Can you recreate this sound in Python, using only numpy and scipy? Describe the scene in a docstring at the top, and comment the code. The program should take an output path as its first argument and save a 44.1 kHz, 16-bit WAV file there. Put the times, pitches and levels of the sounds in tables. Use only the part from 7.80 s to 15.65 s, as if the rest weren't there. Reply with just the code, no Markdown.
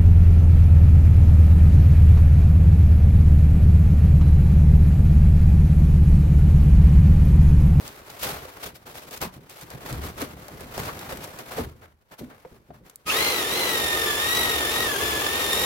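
"""First comes the rustle of a sack and work clothes, rubbing and crinkling, with shuffling feet and soft
knocks on the floor and a plastic tub of mortar. After about five seconds a trigger clicks and a paddle
mixer spins up. Its gear teeth whine and rattle, and the pitch sags whenever the paddle bites.
The cooling fan rushes and the mortar churns against the tub. The bare room adds a short echo."""
import sys
import numpy as np
from scipy import signal
from scipy.fft import rfft, irfft, next_fast_len
from scipy.io import wavfile

SR = 44100
rng = np.random.default_rng(int(sys.argv[2]) if len(sys.argv) > 2 else 0)


def unload_wav(signal):
    """Save mono or channel-first audio to the path in sys.argv[1] as 16-bit WAV at rate SR, clipped to [-1, 1]."""
    wavfile.write(
        sys.argv[1],
        SR,
        np.round(np.clip(np.atleast_2d(signal).T, -1, 1) * 32767).astype(np.int16),
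    )


N = 346179
TIME = np.arange(N) / SR
STEPS = TIME[::32]   # coarser times, for slow changes

# how fast the gear teeth meet, sagging when the paddle bites: (time [s], tooth rate [Hz])
TOOTH_RATE = [(5.27, 1254), (5.3, 1265), (5.33, 1727), (5.38, 1930), (5.43, 2103), (5.51, 2068),
              (5.66, 1757), (5.78, 2083), (6.01, 1843), (6.25, 1790), (6.33, 1697), (6.55, 1950),
              (6.88, 1766), (6.93, 1857), (7.03, 1890), (7.16, 1586), (7.23, 1733), (7.38, 1706),
              (7.6, 1858), (7.67, 1794), (7.83, 1895), (7.85, 1864)]
# the tones in the whine: (multiple of the tooth rate, level [dB])
WHINE_TONES = [(.25, -8.5), (0.678, -8.5), (1, 0), (2, 0), (3, -15), (4, -10.5), (5, -11), (6, -10),
               (6.999, -12), (8, -9)]
# how hard the teeth press, heard in the lower tones: (time [s], level [dB])
TOOTH_LOAD = [(5.27, -3.5), (5.35, 0.5), (5.5, 3.5), (5.68, -2), (5.85, 1.5), (6.05, 1), (6.3, 3.5),
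              (6.37, -0.5), (6.46, 4.5), (6.97, -1.5), (7.05, 4), (7.13, 3), (7.85, -1.5)]
# how much the gears rasp, heard in the overtones: (time [s], level [dB])
RASP = [(5.4, 0), (5.9, 0), (6.2, 1), (6.55, 2), (6.95, -0.5), (7.15, -1.5), (7.25, 0.5), (7.55, -2.5),
        (7.73, 3)]
# the housing lets some pitches out better than others: (frequency [Hz], level [dB])
HOUSING = [(1120, -1), (1260, 3.5), (1400, -4), (1830, 0.5), (3200, -2), (3850, 1), (4200, 0.5),
           (5600, 5.5), (7400, 2), (8500, -1), (9500, 4), (10300, 0.5), (12000, -1.5), (13400, 7),
           (14300, -9)]
# where the gear case rings: (frequency [Hz], width [Hz], level [dB])
CASE_RINGS = [(1213, 220, 5.5), (1740, 860, -15), (2600, 190, -16), (3670, 570, -5)]
# the case squeals as the motor takes up slack: (time [s], level [dB], pitch [Hz], fade time [s])
SQUEALS = [(5.272, -34, 2490, 0.12), (5.295, -14, 2654, 0.056)]
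# the mixer leans towards the listener and away: (time [s], level [dB])
NEARNESS = [(5.3, .5), (5.45, -0.1), (5.7, -1), (6.1, 0), (6.55, 0.2), (6.95, 0), (7.25, 0.6), (7.55, 0),
            (7.8, 0.9)]
# the trigger's click: (time [s], level [dB])
TRIGGER = [(5.1578, -26)]
# tone colours of the gear rattle, fan and mortar: (frequency [Hz], level [dB])
RATTLE_COLOUR = [(500, -22), (800, -3.5), (1100, -3), (1480, -6.5), (2200, -4.5), (3000, -2.5), (4000, -8),
                 (5000, -10)]
FAN_COLOUR = [(4000, 6), (5600, 1.5), (6500, -1), (7200, -0.5), (8100, -5), (9600, -1.5), (12000, -3),
              (13300, -1.5), (16000, -7.5)]
MORTAR_COLOUR = [(25, -13), (50, -11.5), (73, 2), (100, -4.5), (170, -8), (260, -6.5), (340, -0.5),
                 (450, 0.5), (560, -3.5), (800, -4.5)]

# light rubbing as the worker moves between strokes: (time [s], level [dB])
FIDGETING = [(0, -49.5), (.7, -51.5), (1.02, -61.5), (1.25, -53), (1.63, -59), (2.1, -48), (2.62, -49.5),
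             (3.05, -44.5), (3.75, -47.5), (4.18, -73.5), (4.45, -59.5), (4.75, -63.5), (4.85, -70),
             (5.0, -69), (5.24, -63.5)]
# strokes of sack and clothes: (time [s], rise time [s], fade time [s], rub [dB], crinkle [dB])
STROKES = [(0.0, 0.027, 0.62, -46, -45.5), (.29, 0.01, 0.22, -45, -47), (0.383, 0.042, 0.59, -36.5, -32),
           (0.429, 0.033, 0.84, -34.5, -39.5), (.52, 0.031, 0.33, -40.5, -57),
           (0.789, 0.078, 0.088, -38.5, -38.5), (.74, 0.032, 0.2, -43.5, -50),
           (.935, 0.02, 0.093, -51, -47), (1.053, 0.017, 0.32, -43, -46), (1.12, 0.034, 0.58, -43.5, -44),
           (1.29, 0.048, 0.28, -43.5, -42.5), (1.402, 0.02, 0.15, -31, -33),
           (1.52, 0.021, 0.11, -47.5, -50), (1.895, 0.028, 0.9, -45, -51.5),
           (1.69, 0.014, 0.36, -48, -46.5), (1.78, 0.047, 0.09, -47.5, -46),
           (2.02, 0.066, 0.9, -39.5, -44.5), (2.2, 0.071, 0.12, -41.5, -44), (2.36, 0.057, .17, -34, -38.5),
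           (2.71, 0.01, 0.18, -49, -57), (2.9, 0.11, 1, -37.5, -40.5), (3.06, 0.029, 0.405, -38, -47),
           (3.24, .08, 0.21, -37.5, -42), (3.41, 0.035, 0.086, -43, -41.5),
           (3.53, 0.077, 0.091, -44.5, -48), (3.655, 0.086, 0.454, -41, -46),
           (3.756, 0.024, 0.22, -33, -38), (4.007, 0.023, 0.27, -51, -62),
           (4.308, 0.015, 0.081, -40.5, -48), (4.378, 0.015, 0.17, -52, -49.5),
           (4.49, 0.027, 0.26, -51, -78), (4.7, 0.048, 0.14, -60, -64), (4.93, .02, 0.17, -51.5, -60),
           (5.04, 0.024, 0.21, -53, -58)]
# feet shuffle and the sack is dumped: (time [s], level [dB], fade time [s])
SHUFFLES = [(0.0, -42.5, 0.57), (.83, -46, 0.74), (1.23, -50, .8), (1.42, -47, 0.64), (1.55, -42, 0.32),
            (1.81, -47, .3), (1.93, -42.5, 0.94), (2.11, -36.5, 1.2), (2.39, -35.5, 0.45),
            (2.52, -41.5, 0.53), (2.7, -42, 2), (2.96, -37.5, 1.6), (3.29, -39, 0.91), (3.76, -37, 0.72),
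            (4.39, -40.5, 0.49), (4.63, -49, .12), (4.705, -46.5, 0.42), (4.88, -46.5, 0.4),
            (4.99, -50.5, .35), (5.16, -64, 0.99), (5.25, -44, 0.55)]
# sack, boots and paddle bump floor and tub: (time [s], level [dB], pitch [Hz], fade time [s])
KNOCKS = [(0.651, -27, 514, 0.026), (1.066, -43, 830, 0.06), (1.413, -33, 940, 0.23),
          (1.443, -30, 190, 0.12), (1.945, -28, 140, 0.069), (2.131, -15.5, 126, 0.035),
          (2.16, -30, 72, 0.74), (2.415, -24, 275, 0.068), (2.682, -34, 596, 0.06),
          (2.807, -35, 540, 0.046), (2.978, -12.5, 584, 0.016), (3.085, -26, 1130, 0.062),
          (3.312, -28, 507, 0.077), (3.441, -31, 605, 0.047), (3.778, -22.5, 468, 0.13),
          (3.785, -27.5, 240, 0.15), (3.795, -33, 79, 0.55), (4.407, -29.5, 243, 0.14),
          (4.648, -29, 520, 0.032), (4.903, -34, 673, 0.042)]
# creases snap and grit ticks: (time [s], level [dB])
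SNAPS = [(0.0772, -27.5), (0.3012, -34.5), (0.393, -37), (1.0655, -46), (1.3094, -32), (1.3743, -29),
         (1.4147, -22), (1.696, -35.5), (1.8108, -33.5), (1.9021, -32), (2.1261, -26.5), (2.218, -42),
         (2.2458, -34), (2.4164, -24), (2.6818, -33), (2.8065, -32.5), (2.9776, -24), (3.1911, -29.5),
         (3.3717, -31), (3.4401, -31), (3.5872, -31), (5.0968, -36)]
# tone colours of the sack's dull rub and crisp crinkle: (frequency [Hz], level [dB])
SACK_COLOUR = [(35, -12), (72, -2), (100, -5.5), (140, -2.5), (200, -7.5), (280, -8.5), (450, -4.5),
               (650, -5.5), (900, -8), (1300, -8.5), (1900, -12), (2600, -15)]
CRINKLE_COLOUR = [(1180, -33), (2000, 0.5), (4340, -4), (7910, -8.5), (10100, -8.5), (12100, -4.5),
                  (15100, -8.5), (16000, -9)]
# tone colours of the room's reflections and faint rumble: (frequency [Hz], level [dB])
ROOM_COLOUR = [(60, 17), (250, -2.5), (1000, 0), (3000, 9.5), (14000, 6)]
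RUMBLE_COLOUR = [(30, 13), (70, 21), (200, 7), (500, -15), (1500, -38), (4000, -30), (16000, -46)]

CUTOFF_HZ = 15900


def gear_whine(level_db=1.5):
    """Meeting teeth sing. Play between them and an off-centre wheel make the tones waver and throb."""
    lower = running(-35, db_per_octave=3.7, surge_db=3.7) * per_sample(from_db(curve(TOOTH_LOAD)))
    upper = running(-35, db_per_octave=11, surge_db=4.3) * per_sample(from_db(curve(RASP)))
    tooth_hz, wobble = gear_motion()
    waver = 1 + .009 * drift(90) + .012 * drift(400) + .005 * wobble
    phase = 2 * np.pi * np.cumsum(tooth_hz * waver) / SR
    tones = 0
    for multiple, db in WHINE_TONES:
        let_out = per_sample(from_db(db) * gain_at(HOUSING, multiple * curve(TOOTH_RATE)))
        tones += (lower if multiple < 1.5 else upper) * let_out * np.sin(multiple * phase)
    return tones * from_db(level_db + 2 * wobble + 2.5 * drift(80))


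def rattle_and_fan(rattle_db=-1.5, case_db=-11.5, throb_db=0.8, grit=0.4):
    """Gears rattle and ring their case while the fan hisses; all throb with the big wheel."""
    gear_gain = running(-30, db_per_octave=13.5, surge_db=7)
    fan_gain = running(-33.5, db_per_octave=12, surge_db=6)
    _, wobble = gear_motion()
    throb = from_db(throb_db * wobble + drift(70))
    chatter = (rng.standard_normal(N) + grit * grains(1500, 3.4)) * throb
    case = rms_one(sum(from_db(db) * resonate(chatter, hz, width) for hz, width, db in CASE_RINGS))
    rattle = rms_one(band(colour(rng.standard_normal(N) * throb, RATTLE_COLOUR), 710, 4700))
    air = rms_one(band(colour(chatter, FAN_COLOUR), 4800, 18800))
    return gear_gain * (from_db(case_db) * case + from_db(rattle_db) * rattle) + fan_gain * air


def mortar_churn(plunge_s=5.94, shallow_db=-7, boom_hz=110, lumps_db=1.16):
    """Lumpy mortar swirls against the tub, which booms more once the paddle is deep."""
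    swirl = rms_one(band(colour(rng.standard_normal(N), MORTAR_COLOUR), 21.8, 810))
    boom = signal.sosfiltfilt(signal.butter(3, boom_hz, fs=SR, output="sos"), swirl)
    boom_gain = from_db(shallow_db * (1 - np.tanh(10 * (TIME - plunge_s))) / 2)
    lumps = from_db(lumps_db * drift(9.5))
    return running(-33, db_per_octave=12, surge_db=1) * (swirl + (boom_gain - 1) * boom) * lumps


def gear_motion(teeth=40):
    """The tooth rate, and the big wheel's lopsided wobble on each turn."""
    tooth_hz = per_sample(curve(TOOTH_RATE))
    angle = 2 * np.pi * np.cumsum(tooth_hz / teeth) / SR
    return tooth_hz, np.cos(angle) + .4 * np.cos(2 * angle)


def running(db, db_per_octave, surge_db, start_s=5.27, rise_s=0.0076, surge_s=0.081, usual_hz=1876):
    """Loudness of a mixer part: it surges at switch-on, then follows speed and nearness."""
    age = STEPS - start_s
    speed_db = db_per_octave * np.log2(curve(TOOTH_RATE) / usual_hz)
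    surge = np.exp(-np.maximum(age, 0) / surge_s)
    switched_on = (1 + np.tanh(age / rise_s)) / 2
    return per_sample(from_db(db + speed_db + surge_db * surge + curve(NEARNESS)) * switched_on)


def rustle(clumps, strengths, crackle=0.61, flutter_db=3.5):
    """Sack and cloth slip in clumps of tiny catches, over dull flapping and shuffling."""
    rub, crinkle, flap = strengths
    friction = (rng.standard_normal(N) + crackle * grains(1400, 3.5)) * clumps
    low = band(colour(rng.standard_normal(N), SACK_COLOUR), 22, 333) * from_db(flutter_db * drift(25))
    body = band(colour(friction, SACK_COLOUR), 278, 2300)
    crisp = band(colour(friction, CRINKLE_COLOUR), 2430, 26000)
    return flap * rms_one(low) + rub * rms_one(body) + crinkle * rms_one(crisp)


def movements(crinkle_share_db=-5, flap_share_db=-6.5):
    """How strongly the worker's moves rub, crinkle and flap. Overlapping moves add in power."""
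    fidget = from_db(curve(FIDGETING))
    rub, crinkle = fidget ** 2, (fidget * from_db(crinkle_share_db)) ** 2
    for start_s, rise_s, fade_s, rub_db, crinkle_db in STROKES:
        stroke = swell(start_s, fade_s, rise_s)
        rub += (from_db(rub_db) * stroke) ** 2
        crinkle += (from_db(crinkle_db) * stroke) ** 2
    flap = rub * from_db(flap_share_db) ** 2
    for start_s, db, fade_s in SHUFFLES:
        flap += (from_db(db) * swell(start_s, fade_s, rise_s=0.019)) ** 2
    return [per_sample(np.sqrt(power)) for power in (rub, crinkle, flap)]


def swell(start_s, fade_s, rise_s, round_s=0.0055):
    """One move gathers pace, rounds off and dies away. A fade time is the time to drop 60 dB."""
    age = np.maximum(STEPS - start_s, 0)
    past_peak = np.maximum(age - rise_s, 0)
    fading = np.hypot(past_peak, round_s) - round_s
    return np.minimum(age / rise_s, 1) * from_db(-60 * fading / fade_s)


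def knocks(rows, damping, rise_s):
    """Each blow rings at one pitch: a thud with high damping, a squeal with low."""
    out = np.zeros(N)
    for start_s, db, hz, fade_s in rows:
        where, noise, shape = burst(start_s, fade_s, rise_s)
        ring = resonate(resonate(noise, hz, damping * hz), hz, 2 * hz)
        out[where] += from_db(db) * rms_one(ring) * np.sqrt(np.mean(shape ** 2))
    return out


def clicks(rows, rise_s, fade_s, low_hz):
    """A crease, bit of grit or switch snaps with a short, bright burst of noise."""
    out = np.zeros(N)
    for start_s, db in rows:
        where, noise, _ = burst(start_s, fade_s, rise_s)
        out[where] += from_db(db) * noise
    return band(out, low_hz, 14700, order=1)


def handling(clumps, strengths):
    """All the worker's own sounds: rustles, bumps, snaps and the trigger."""
    return (rustle(clumps, strengths)
            + knocks(KNOCKS, damping=0.16, rise_s=0.0026)
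            + from_db(-1.5) * clicks(SNAPS, rise_s=0.0005, fade_s=0.022, low_hz=700)
            + clicks(TRIGGER, rise_s=0.0002, fade_s=0.01, low_hz=8400))


def stereo(source, lag_ms, scatter_db, lean_db, spacing_m=0.189):
    """Direct sound reaches the left first; sound scattered by the room matches only in the bass."""
    size = next_fast_len(N + 1024)
    hz = np.fft.rfftfreq(size, 1 / SR)
    # the same events three times, each with fresh noise
    direct, shared, apart = rfft(np.array([source() for _ in range(3)]), size)
    sides = np.array([[1], [-1]])   # left, right
    alike = np.sinc(2 * hz * spacing_m / 343)   # sound travels at 343 m/s
    scattered = np.sqrt((1 + alike) / 2) * shared + np.sqrt((1 - alike) / 2) * apart * sides
    amount = from_db(scatter_db) * gain_at(ROOM_COLOUR, hz)
    delay = np.exp(-2j * np.pi * hz * np.array([[0], [lag_ms / 1000]]))
    blend = (direct * delay + amount * scattered) / np.sqrt(1 + amount ** 2)
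    # the microphones lift the treble, the left one a little more
    treble_db = 2.54 * hz ** 2 / (hz ** 2 + 600 ** 2) + lean_db * sides * np.sqrt(hz / CUTOFF_HZ)
    return irfft(from_db(treble_db) * blend, size)[:, :N]


def room_echo(x, echo_db=-12, early_fade_s=0.051, late_fade_s=0.29, late_db=-6.5):
    """The bare walls add a short, dull tail."""
    age = np.arange(SR // 2) / SR
    noise = band(rng.standard_normal((2, len(age))), 270, 3500, order=1)
    fade = (from_db(-60 * age / early_fade_s) + from_db(late_db - 60 * age / late_fade_s)) * (age > .006)
    tail = noise * fade / np.linalg.norm(fade)
    return x + from_db(echo_db) * signal.fftconvolve(x, tail, axes=1)[:, :N]


def room_rumble(level_db=-72):
    """Faint, low noise on each side."""
    sides = [rms_one(colour(rng.standard_normal(N), RUMBLE_COLOUR)) for _ in range(2)]
    return from_db(level_db) * np.array(sides)


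def burst(start_s, fade_s, rise_s):
    """A rough contact: its place in time, its fading noise and its outline."""
    age = np.arange(SR // 2) / SR
    shape = from_db(-60 * age / fade_s) * (1 - np.exp(-age / rise_s))
    first = round(start_s * SR)
    return slice(first, first + len(age)), shape * rng.standard_normal(len(age)), shape


def grains(per_s, spread_db):
    """Random clicks of uneven size, with an average power of 1."""
    chance, out = rng.random(N) * SR / per_s, np.zeros(N)
    hits = chance < 1
    sizes = from_db(spread_db * np.minimum(-np.log(chance[hits] + 1e-12), 5))
    out[hits] = sizes * (-1) ** np.arange(len(sizes))
    return rms_one(out)


def drift(rate_hz):
    """A smooth random wander, about 1 in size."""
    r = np.exp(-40 * np.pi * rate_hz / SR)
    slow = signal.lfilter([1], [1, -2 * r, r * r], rng.standard_normal(N // 20 + 4002))[4000:]
    return np.interp(np.arange(N) / 20, np.arange(len(slow)), rms_one(slow))


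def resonate(x, hz, width_hz):
    """Make a sound ring around one pitch."""
    r = np.exp(-np.pi * width_hz / SR)
    feedback = [1, -2 * r * np.cos(2 * np.pi * hz / SR), r * r]
    return signal.lfilter(np.array([1, 0, -1]) * (1 - r * r) / 2, feedback, x)


def band(x, low_hz, high_hz, order=3):
    """Keep what lies between two frequencies."""
    edges = [low_hz, min(high_hz, .45 * SR)]
    return signal.sosfilt(signal.butter(order, edges, "band", fs=SR, output="sos"), x + 1e-18)


def colour(x, points):
    """Give a sound a tone colour."""
    size = next_fast_len(N)
    return irfft(rfft(x, size) * gain_at(points, np.fft.rfftfreq(size, 1 / SR)), size)[:N]


def gain_at(points, hz):
    """Look up a tone colour's gain at any frequency."""
    table_hz, db = np.transpose(points)
    return from_db(np.interp(np.log(hz + 1), np.log(table_hz), db))


def curve(rows):
    """Join (time, value) points with straight lines."""
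    return np.interp(STEPS, *np.transpose(rows))


def per_sample(slow):
    """Fill in a slow curve for every sample."""
    return np.interp(TIME, STEPS, slow)


def from_db(db):
    """Turn decibels into a gain to multiply by."""
    return 10 ** (np.asarray(db) / 20)


def rms_one(x):
    """Scale to an average power of 1."""
    return x / np.sqrt(np.mean(x ** 2) + 1e-20)


def scene(clump_db=2.5):
    """The worker first, then the mixer, over the room's faint rumble."""
    def mixer():
        """All the parts of the running mixer."""
        body = rattle_and_fan() + mortar_churn() + gear_whine()
        return body + knocks(SQUEALS, damping=0.021, rise_s=0.0029)

    clumps, strengths = from_db(clump_db * drift(40)), movements()
    worker = stereo(lambda: handling(clumps, strengths), lag_ms=0.21, scatter_db=3.0, lean_db=0.9)
    machine = stereo(mixer, lag_ms=0.18, scatter_db=0.0, lean_db=1.0)
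    return room_echo(worker + machine) + room_rumble()


def record(dry):
    """Cut off the highest treble steeply."""
    return signal.sosfilt(signal.ellip(10, .2, 80, CUTOFF_HZ, fs=SR, output="sos"), dry)


dry = scene()
out = record(dry)
unload_wav(out)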